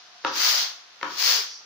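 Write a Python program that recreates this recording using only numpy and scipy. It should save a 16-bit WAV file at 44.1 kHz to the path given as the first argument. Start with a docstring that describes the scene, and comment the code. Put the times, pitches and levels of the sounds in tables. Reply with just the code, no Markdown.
"""A faint rasp of sliding grain over a steady rush, then a hand slaps a plastic tray, close by in a bare room.
The grain is being winnowed: twice a slap tosses it, exciting the damped modes of the tray and the room.
It rains back as thousands of tiny impacts, which add up to a hiss of seed on seed and a patter on the
tray's floor, and it slides on with a rasp of friction."""
import sys
import numpy as np
from scipy import signal
from scipy.fft import rfft, irfft, next_fast_len
from scipy.io import wavfile

SR = 44100
rng = np.random.default_rng(int(sys.argv[2]) if len(sys.argv) > 2 else 0)


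def wrap_up_sound(samples):
    """Save the sound to the file named by the first command line argument, as 16-bit audio."""
    columns = np.atleast_2d(samples).T
    # keep every value between -1 and 1, then stretch to whole-number steps
    tamed = np.clip(columns, -1, 1)
    steps = np.round(tamed * 32767).astype(np.int16)
    wavfile.write(sys.argv[1], SR, steps)


N = 72765
TIME = np.arange(N) / SR
GRAINS_PER_S, SIZE_SPREAD_DB = 9000, 2
GRAIN_ROOM_DB = -7


def amp(db):
    """Amplitude grows tenfold every 20 dB."""
    return 10 ** (np.asarray(db) / 20)


def unit(x):
    """Normalisation to rms 1."""
    return x / np.sqrt(np.mean(x ** 2) + 1e-20)


def along(points, hz):
    """Interpolation of (Hz, value) points on a logarithmic frequency axis."""
    f, v = np.transpose(points)
    return np.interp(np.log(hz + 1), np.log(f + 1), v)


def curve(rows):
    """Linear interpolation of (seconds, value) points at every sample."""
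    return np.interp(TIME, *np.transpose(rows))


def filtered(x, response):
    """Linear filtering: the spectrum is multiplied by a frequency response."""
    size = next_fast_len(N + SR // 2)
    return irfft(rfft(x, size) * response(np.fft.rfftfreq(size, 1 / SR)), size)[..., :N]


def coloured(x, points):
    """Minimum-phase filtering through (Hz, dB) points, scaled to a mean power gain of 1."""
    size = 8192
    cepstrum = irfft(np.log(amp(along(points, np.fft.rfftfreq(size, 1 / SR)))))
    cepstrum[1:size // 2] *= 2  # folding the cepstrum makes the filter causal
    cepstrum[size // 2 + 1:] = 0
    impulse = irfft(np.exp(rfft(cepstrum)))
    impulse /= np.linalg.norm(impulse)
    return signal.fftconvolve(np.atleast_2d(x), impulse[None], axes=1)[:, :x.shape[-1]]


def pan(db):
    """Level difference: left exceeds right by db."""
    return amp([[db / 2], [-db / 2]])


# Likeness of left and right. 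Each row: frequency in Hz, correlation.
COHERENCE = [(60, 0.96), (300, 0.5), (700, 0.54), (1400, .2), (3100, 0), (7000, 0)]
def paired(x):
    """Spatial coherence: long waves reach two microphones alike, short waves unrelated."""
    def mid_side_gains(hz):
        angle = np.arccos(np.clip(along(COHERENCE, hz), -1, 1)) / 2
        return np.array([np.cos(angle), np.sin(angle)])
    mid, side = filtered(x, mid_side_gains)
    return np.array([mid + side, mid - side])


def noise():
    """Gaussian noise in stereo, coherent in the bass."""
    return paired(rng.standard_normal((2, N)))


def band(hz, width_hz):
    """Quadrature modulation: two slow noises on a fixed or moving carrier give a narrow band of rms 1."""
    lowpass = lambda f: 1 / (1 + (f / width_hz) ** 2) ** 1.5
    in_phase = filtered(noise(), lowpass)
    quadrature = filtered(noise(), lowpass)
    phase = 2 * np.pi * np.cumsum(hz * np.ones(N)) / SR
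    return unit(in_phase * np.cos(phase) + quadrature * np.sin(phase))


def impacts(per_s, spread_db):
    """Shot noise of mean power 1: each random impact reaches each microphone with its own strength."""
    chance = np.clip(per_s / SR, 1e-4, 1)
    hits = rng.random(N) < chance
    sizes = amp(spread_db * np.clip(rng.standard_normal(N), -2, 2))
    return unit(hits * sizes * rng.standard_normal((2, N)) / np.sqrt(chance))


# The room's decay. Each row: frequency in Hz, reverberation time in seconds.
REVERB_TIMES = [(100, 0.69), (350, 0.46), (1100, 0.41), (5000, 0.4), (9000, 0.38), (15000, 0.23)]
def room(x, wet_db, onset_s=.009):
    """Reverberation: a diffuse tail follows the direct sound and decays exponentially, treble first."""
    hz, t, spectrum = signal.stft(rng.standard_normal((2, SR)), SR, nperseg=256)
    decay = amp(-60 * t / along(REVERB_TIMES, hz)[:, None])
    tail = paired(signal.istft(spectrum * decay, SR, nperseg=256)[1])
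    tail *= np.clip(TIME / onset_s - .5, 0, 1)
    tail /= np.linalg.norm(tail[0])
    return x + amp(wet_db) * signal.fftconvolve(x, tail, axes=1)[:, :N]


# The room's rush. Each row: frequency in Hz, relative level in dB.
RUSH_SPECTRUM = [(25, -46), (50, -32), (100, -24), (190, -22), (320, -17.5), (530, -13), (750, -9),
                 (1400, -3.5), (2200, -8.5), (3600, -5.5), (5000, -6.5), (6300, -10.5), (7700, -31),
                 (13000, -38.5), (15500, -36)]
def background(rush_db=-51, hum_db=-63.5, fade_db_per_s=4):
    """Stationary broadband noise is heard as a rush, a narrow band as a wavering hum that slowly fades."""
    rush = amp(rush_db) * unit(coloured(noise(), RUSH_SPECTRUM))
    hum = band(hz=721, width_hz=40) * amp(hum_db - fade_db_per_s * TIME)
    return rush * pan(db=1.2) + hum


# The tray's low resonance. Each row: time in seconds, frequency in Hz, level in dB.
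DRONE_PATH = [(.24, 200, -84), (0.292, 252, -71), (0.371, 316.6, -54), (0.458, 396.7, -58),
              (0.521, 528.6, -57), (0.629, 760, -48.5), (0.719, 748, -72), (1.021, 280, -88),
              (1.13, 304.8, -55), (1.22, 376, -69), (1.291, 480.7, -49.5), (1.399, 432.3, -50.5),
              (1.48, 449, -78)]
def tray_drone():
    """Forced vibration: falling grain sustains a resonance that climbs during each fall."""
    s, hz, db = np.transpose(DRONE_PATH)
    resonance = band(curve(np.c_[s, hz]), width_hz=58)
    return resonance * amp(curve(np.c_[s, db])) * pan(db=3.5)


# The last seeds. Each row: peak time in seconds, level in dB, half-length in seconds,
# centre frequency in Hz, width in Hz.
SEED_ROLLS = [(0.69, -54, 0.025, 4940, 550), (1.52, -46.5, 0.056, 4730, 500),
              (1.531, -44.5, 0.052, 5700, 650)]
def rolling_seeds():
    """Rolling contact: seeds run down the tray with a narrow, high rasp that swells and fades."""
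    out = np.zeros((2, N))
    for peak_s, db, half_s, hz, width_hz in SEED_ROLLS:
        swell = np.exp(-((TIME - peak_s) / half_s) ** 2 / 2)
        out += amp(db) * swell * band(hz, width_hz)
    return room(out * pan(db=-1), GRAIN_ROOM_DB)


# Strength of the sliding. Each row: time in seconds, level in dB.
SLIDE_LEVELS = [(0, -51), (.08, -62), (.22, -56), (.275, -36), (.325, -39.5), (.41, -29.5), (.47, -26.5),
                (.52, -29.5), (.62, -27.5), (.72, -45), (.80, -59), (1.02, -69.5), (1.10, -44), (1.16, -39),
                (1.21, -33.5), (1.285, -25), (1.34, -30), (1.42, -33), (1.5, -48.5), (1.65, -71)]
# Grain scraping on plastic. Each row: frequency in Hz, relative level in dB.
RASP_SPECTRUM = [(100, -60.5), (600, -36), (1500, -26.5), (3000, 6.5), (4200, 9), (4900, 10.5), (5800, 7.5),
                 (6600, 3.5), (7800, -66), (15000, -30)]
def sliding_grain():
    """Friction noise: countless small contacts with the tilted tray merge into a rasp."""
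    scrape = paired(impacts(GRAINS_PER_S, SIZE_SPREAD_DB)) * amp(curve(SLIDE_LEVELS))
    return room(coloured(scrape, RASP_SPECTRUM) * pan(db=-.5), GRAIN_ROOM_DB)


def decay_envelope(age, t60, attack_s=.001):
    """Damping: after a quick rise, a struck body's vibration falls 60 dB in t60 seconds."""
    return 1000 ** (-age / t60) * (1 - np.exp(-age / attack_s))


def mode(age, hz, t60, boom_db, boom_below_hz=620):
    """A normal mode rings as a damped sine, its phase scattered between ears; low modes gain boom_db."""
    cycles = hz * age + rng.normal(0, .08, (2, 1))
    return decay_envelope(age, t60) * amp(boom_db * (hz < boom_below_hz)) * np.sin(2 * np.pi * cycles)


# Hand on tray, a light and a firm contact per slap. Each row: start in seconds, level in dB,
# pitch ratio of the tray's modes, crack gain in dB, low-mode gain in dB, left over right in dB.
HAND_CONTACTS = [(.240, -34.5, 1.26, -25, 7, 7), (0.2475, -9, .985, -6.5, -0.5, 2.5),
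                 (1.012, -29.5, 1.5, 0.5, -1, 3.5), (1.0288, -12.5, 1.036, -6, -3.5, 3.5)]
# The tray, damped by hands and grain. Each row: base frequency in Hz, relative level in dB, T60 in seconds.
TRAY_MODES = [(149.8, -28, 0.089), (278, -21.5, 0.08), (356, -13.5, 0.027), (549, -17, 0.035),
              (677, -22.5, 0.029), (947, -5.5, 0.029), (1222, -8, 0.024), (1402, -5, 0.023),
              (1706, -5.5, .014), (2145, -20, 0.011), (2830, -30.5, 0.045)]
# The room's strongest modes. Each row: frequency in Hz, relative level in dB, T60 in seconds.
ROOM_RESONANCES = [(294, -40, 0.39), (529.5, -23.5, 0.24), (945, -17, 0.12), (987, -28, 0.7),
                   (1140, -24.5, 0.59), (1278, -27, 0.73), (1440, -19, 0.15)]
# The crack of contact. Each row: frequency in Hz, relative level in dB.
CRACK_SPECTRUM = [(30, -12), (100, -12), (250, -7.5), (1200, -0.5), (2500, 11.5), (5000, 1), (6500, -7),
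                  (8000, -30.5), (15000, -27.5)]
def slaps():
    """Impulse excitation: each contact cracks and sets the modes of tray and room ringing."""
    out = np.zeros((2, N))
    low_cut = signal.butter(2, 270, 'highpass', fs=SR, output='sos')  # the knock carries little bass below about 270 Hz
    for start_s, db, ratio, crack_db, boom_db, pan_db in HAND_CONTACTS:
        age = np.maximum(TIME - start_s, 0)
        knock = sum((-1) ** k * amp(level) * mode(age, hz * ratio, t60, boom_db)
                    for k, (hz, level, t60) in enumerate(TRAY_MODES))
        ring = sum(amp(level) * mode(age, hz, t60, boom_db) for hz, level, t60 in ROOM_RESONANCES)
        crack = amp(crack_db) * coloured(noise() * decay_envelope(age, t60=.016), CRACK_SPECTRUM)
        direct = signal.sosfilt(low_cut, knock) + crack
        out += amp(db) * pan(pan_db) * (room(direct, wet_db=-.5) + ring)
    return out


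# Flow of falling grain, one list per toss. Each row: time in seconds, flow level in dB.
GRAIN_FLOWS = [
    [(.30, -78), (.325, -61), (.365, -39.5), (.47, -30), (.56, -36), (.63, -43), (.69, -62.5), (.74, -80),
     (.84, -96)],
    [(1.09, -68.5), (1.155, -58), (1.2, -38), (1.28, -31), (1.33, -32.5), (1.39, -43), (1.44, -55.5),
     (1.49, -99), (1.6, -92)],
]
# How hard the grain drums. Each entry: patter gain of one toss in dB.
PATTER_GAINS = [-0.5, 0]
# Seed on seed, to the left and to the right. Each row: frequency in Hz, relative level in dB.
LEFT_HISS_SPECTRUM = [(200, -86), (1000, -16.5), (2200, -12), (3800, -8), (4350, -0.5), (5100, 1.5),
                      (6000, -11), (6700, -18.5), (7500, -15.5), (8300, -41), (9700, -28.5), (12000, -19.5),
                      (13500, -30.5), (15300, -6.5)]
RIGHT_HISS_SPECTRUM = [(200, -75), (1000, -17), (2200, -19.5), (3400, -10.5), (4500, -18), (6000, -4),
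                       (6700, -8), (7800, -26.5), (10000, -26), (13500, -46), (15200, -18)]
# Seed on tray. Each row: frequency in Hz, relative level in dB.
PATTER_SPECTRUM = [(25, -20), (50, -23), (100, -32), (170, -24.5), (290, -23), (450, -6.5), (700, -3),
                   (1150, 3), (1700, 4.5), (2500, 3), (4000, -12.5), (8000, -35.5)]
def falling_grain(hiss_gain_db=12):
    """Incoherent addition: more flow brings more and louder impacts, a bright hiss and a duller patter."""
    rate_slope, hiss_slope, patter_slope = .2, .8, .57  # dB per dB of flow
    out = np.zeros((2, N))
    for fall, patter_db in zip(GRAIN_FLOWS, PATTER_GAINS):
        flow_db = curve(fall)
        peak_db = flow_db.max()
        outside_s = np.maximum(fall[0][0] - TIME, 0) + np.maximum(TIME - fall[-1][0], 0)
        relative_db = flow_db - peak_db - 200 * outside_s  # the flow dies away on both sides of the fall
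        rate = GRAINS_PER_S * amp(relative_db * rate_slope)
        left, right = impacts(rate, SIZE_SPREAD_DB) * amp(peak_db + hiss_gain_db + hiss_slope * relative_db)
        hiss = np.vstack([coloured(left, LEFT_HISS_SPECTRUM), coloured(right, RIGHT_HISS_SPECTRUM)])
        drumming = paired(impacts(rate, spread_db=3)) * amp(peak_db + patter_db + patter_slope * relative_db)
        out += hiss * pan(db=7.5) + coloured(drumming, PATTER_SPECTRUM)
    return room(out, GRAIN_ROOM_DB)


def scene():
    """Superposition: the pressures of slaps, grain and background add."""
    return slaps() + falling_grain() + tray_drone() + sliding_grain() + rolling_seeds() + background()


def record(dry, top_hz=15600, edge_hz=300):
    """Band limiting: a steep low-pass removes the highest treble."""
    return filtered(dry, lambda hz: np.clip((top_hz - hz) / edge_hz + .5, 0, 1) ** 2)


dry = scene()
out = record(dry)
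wrap_up_sound(out)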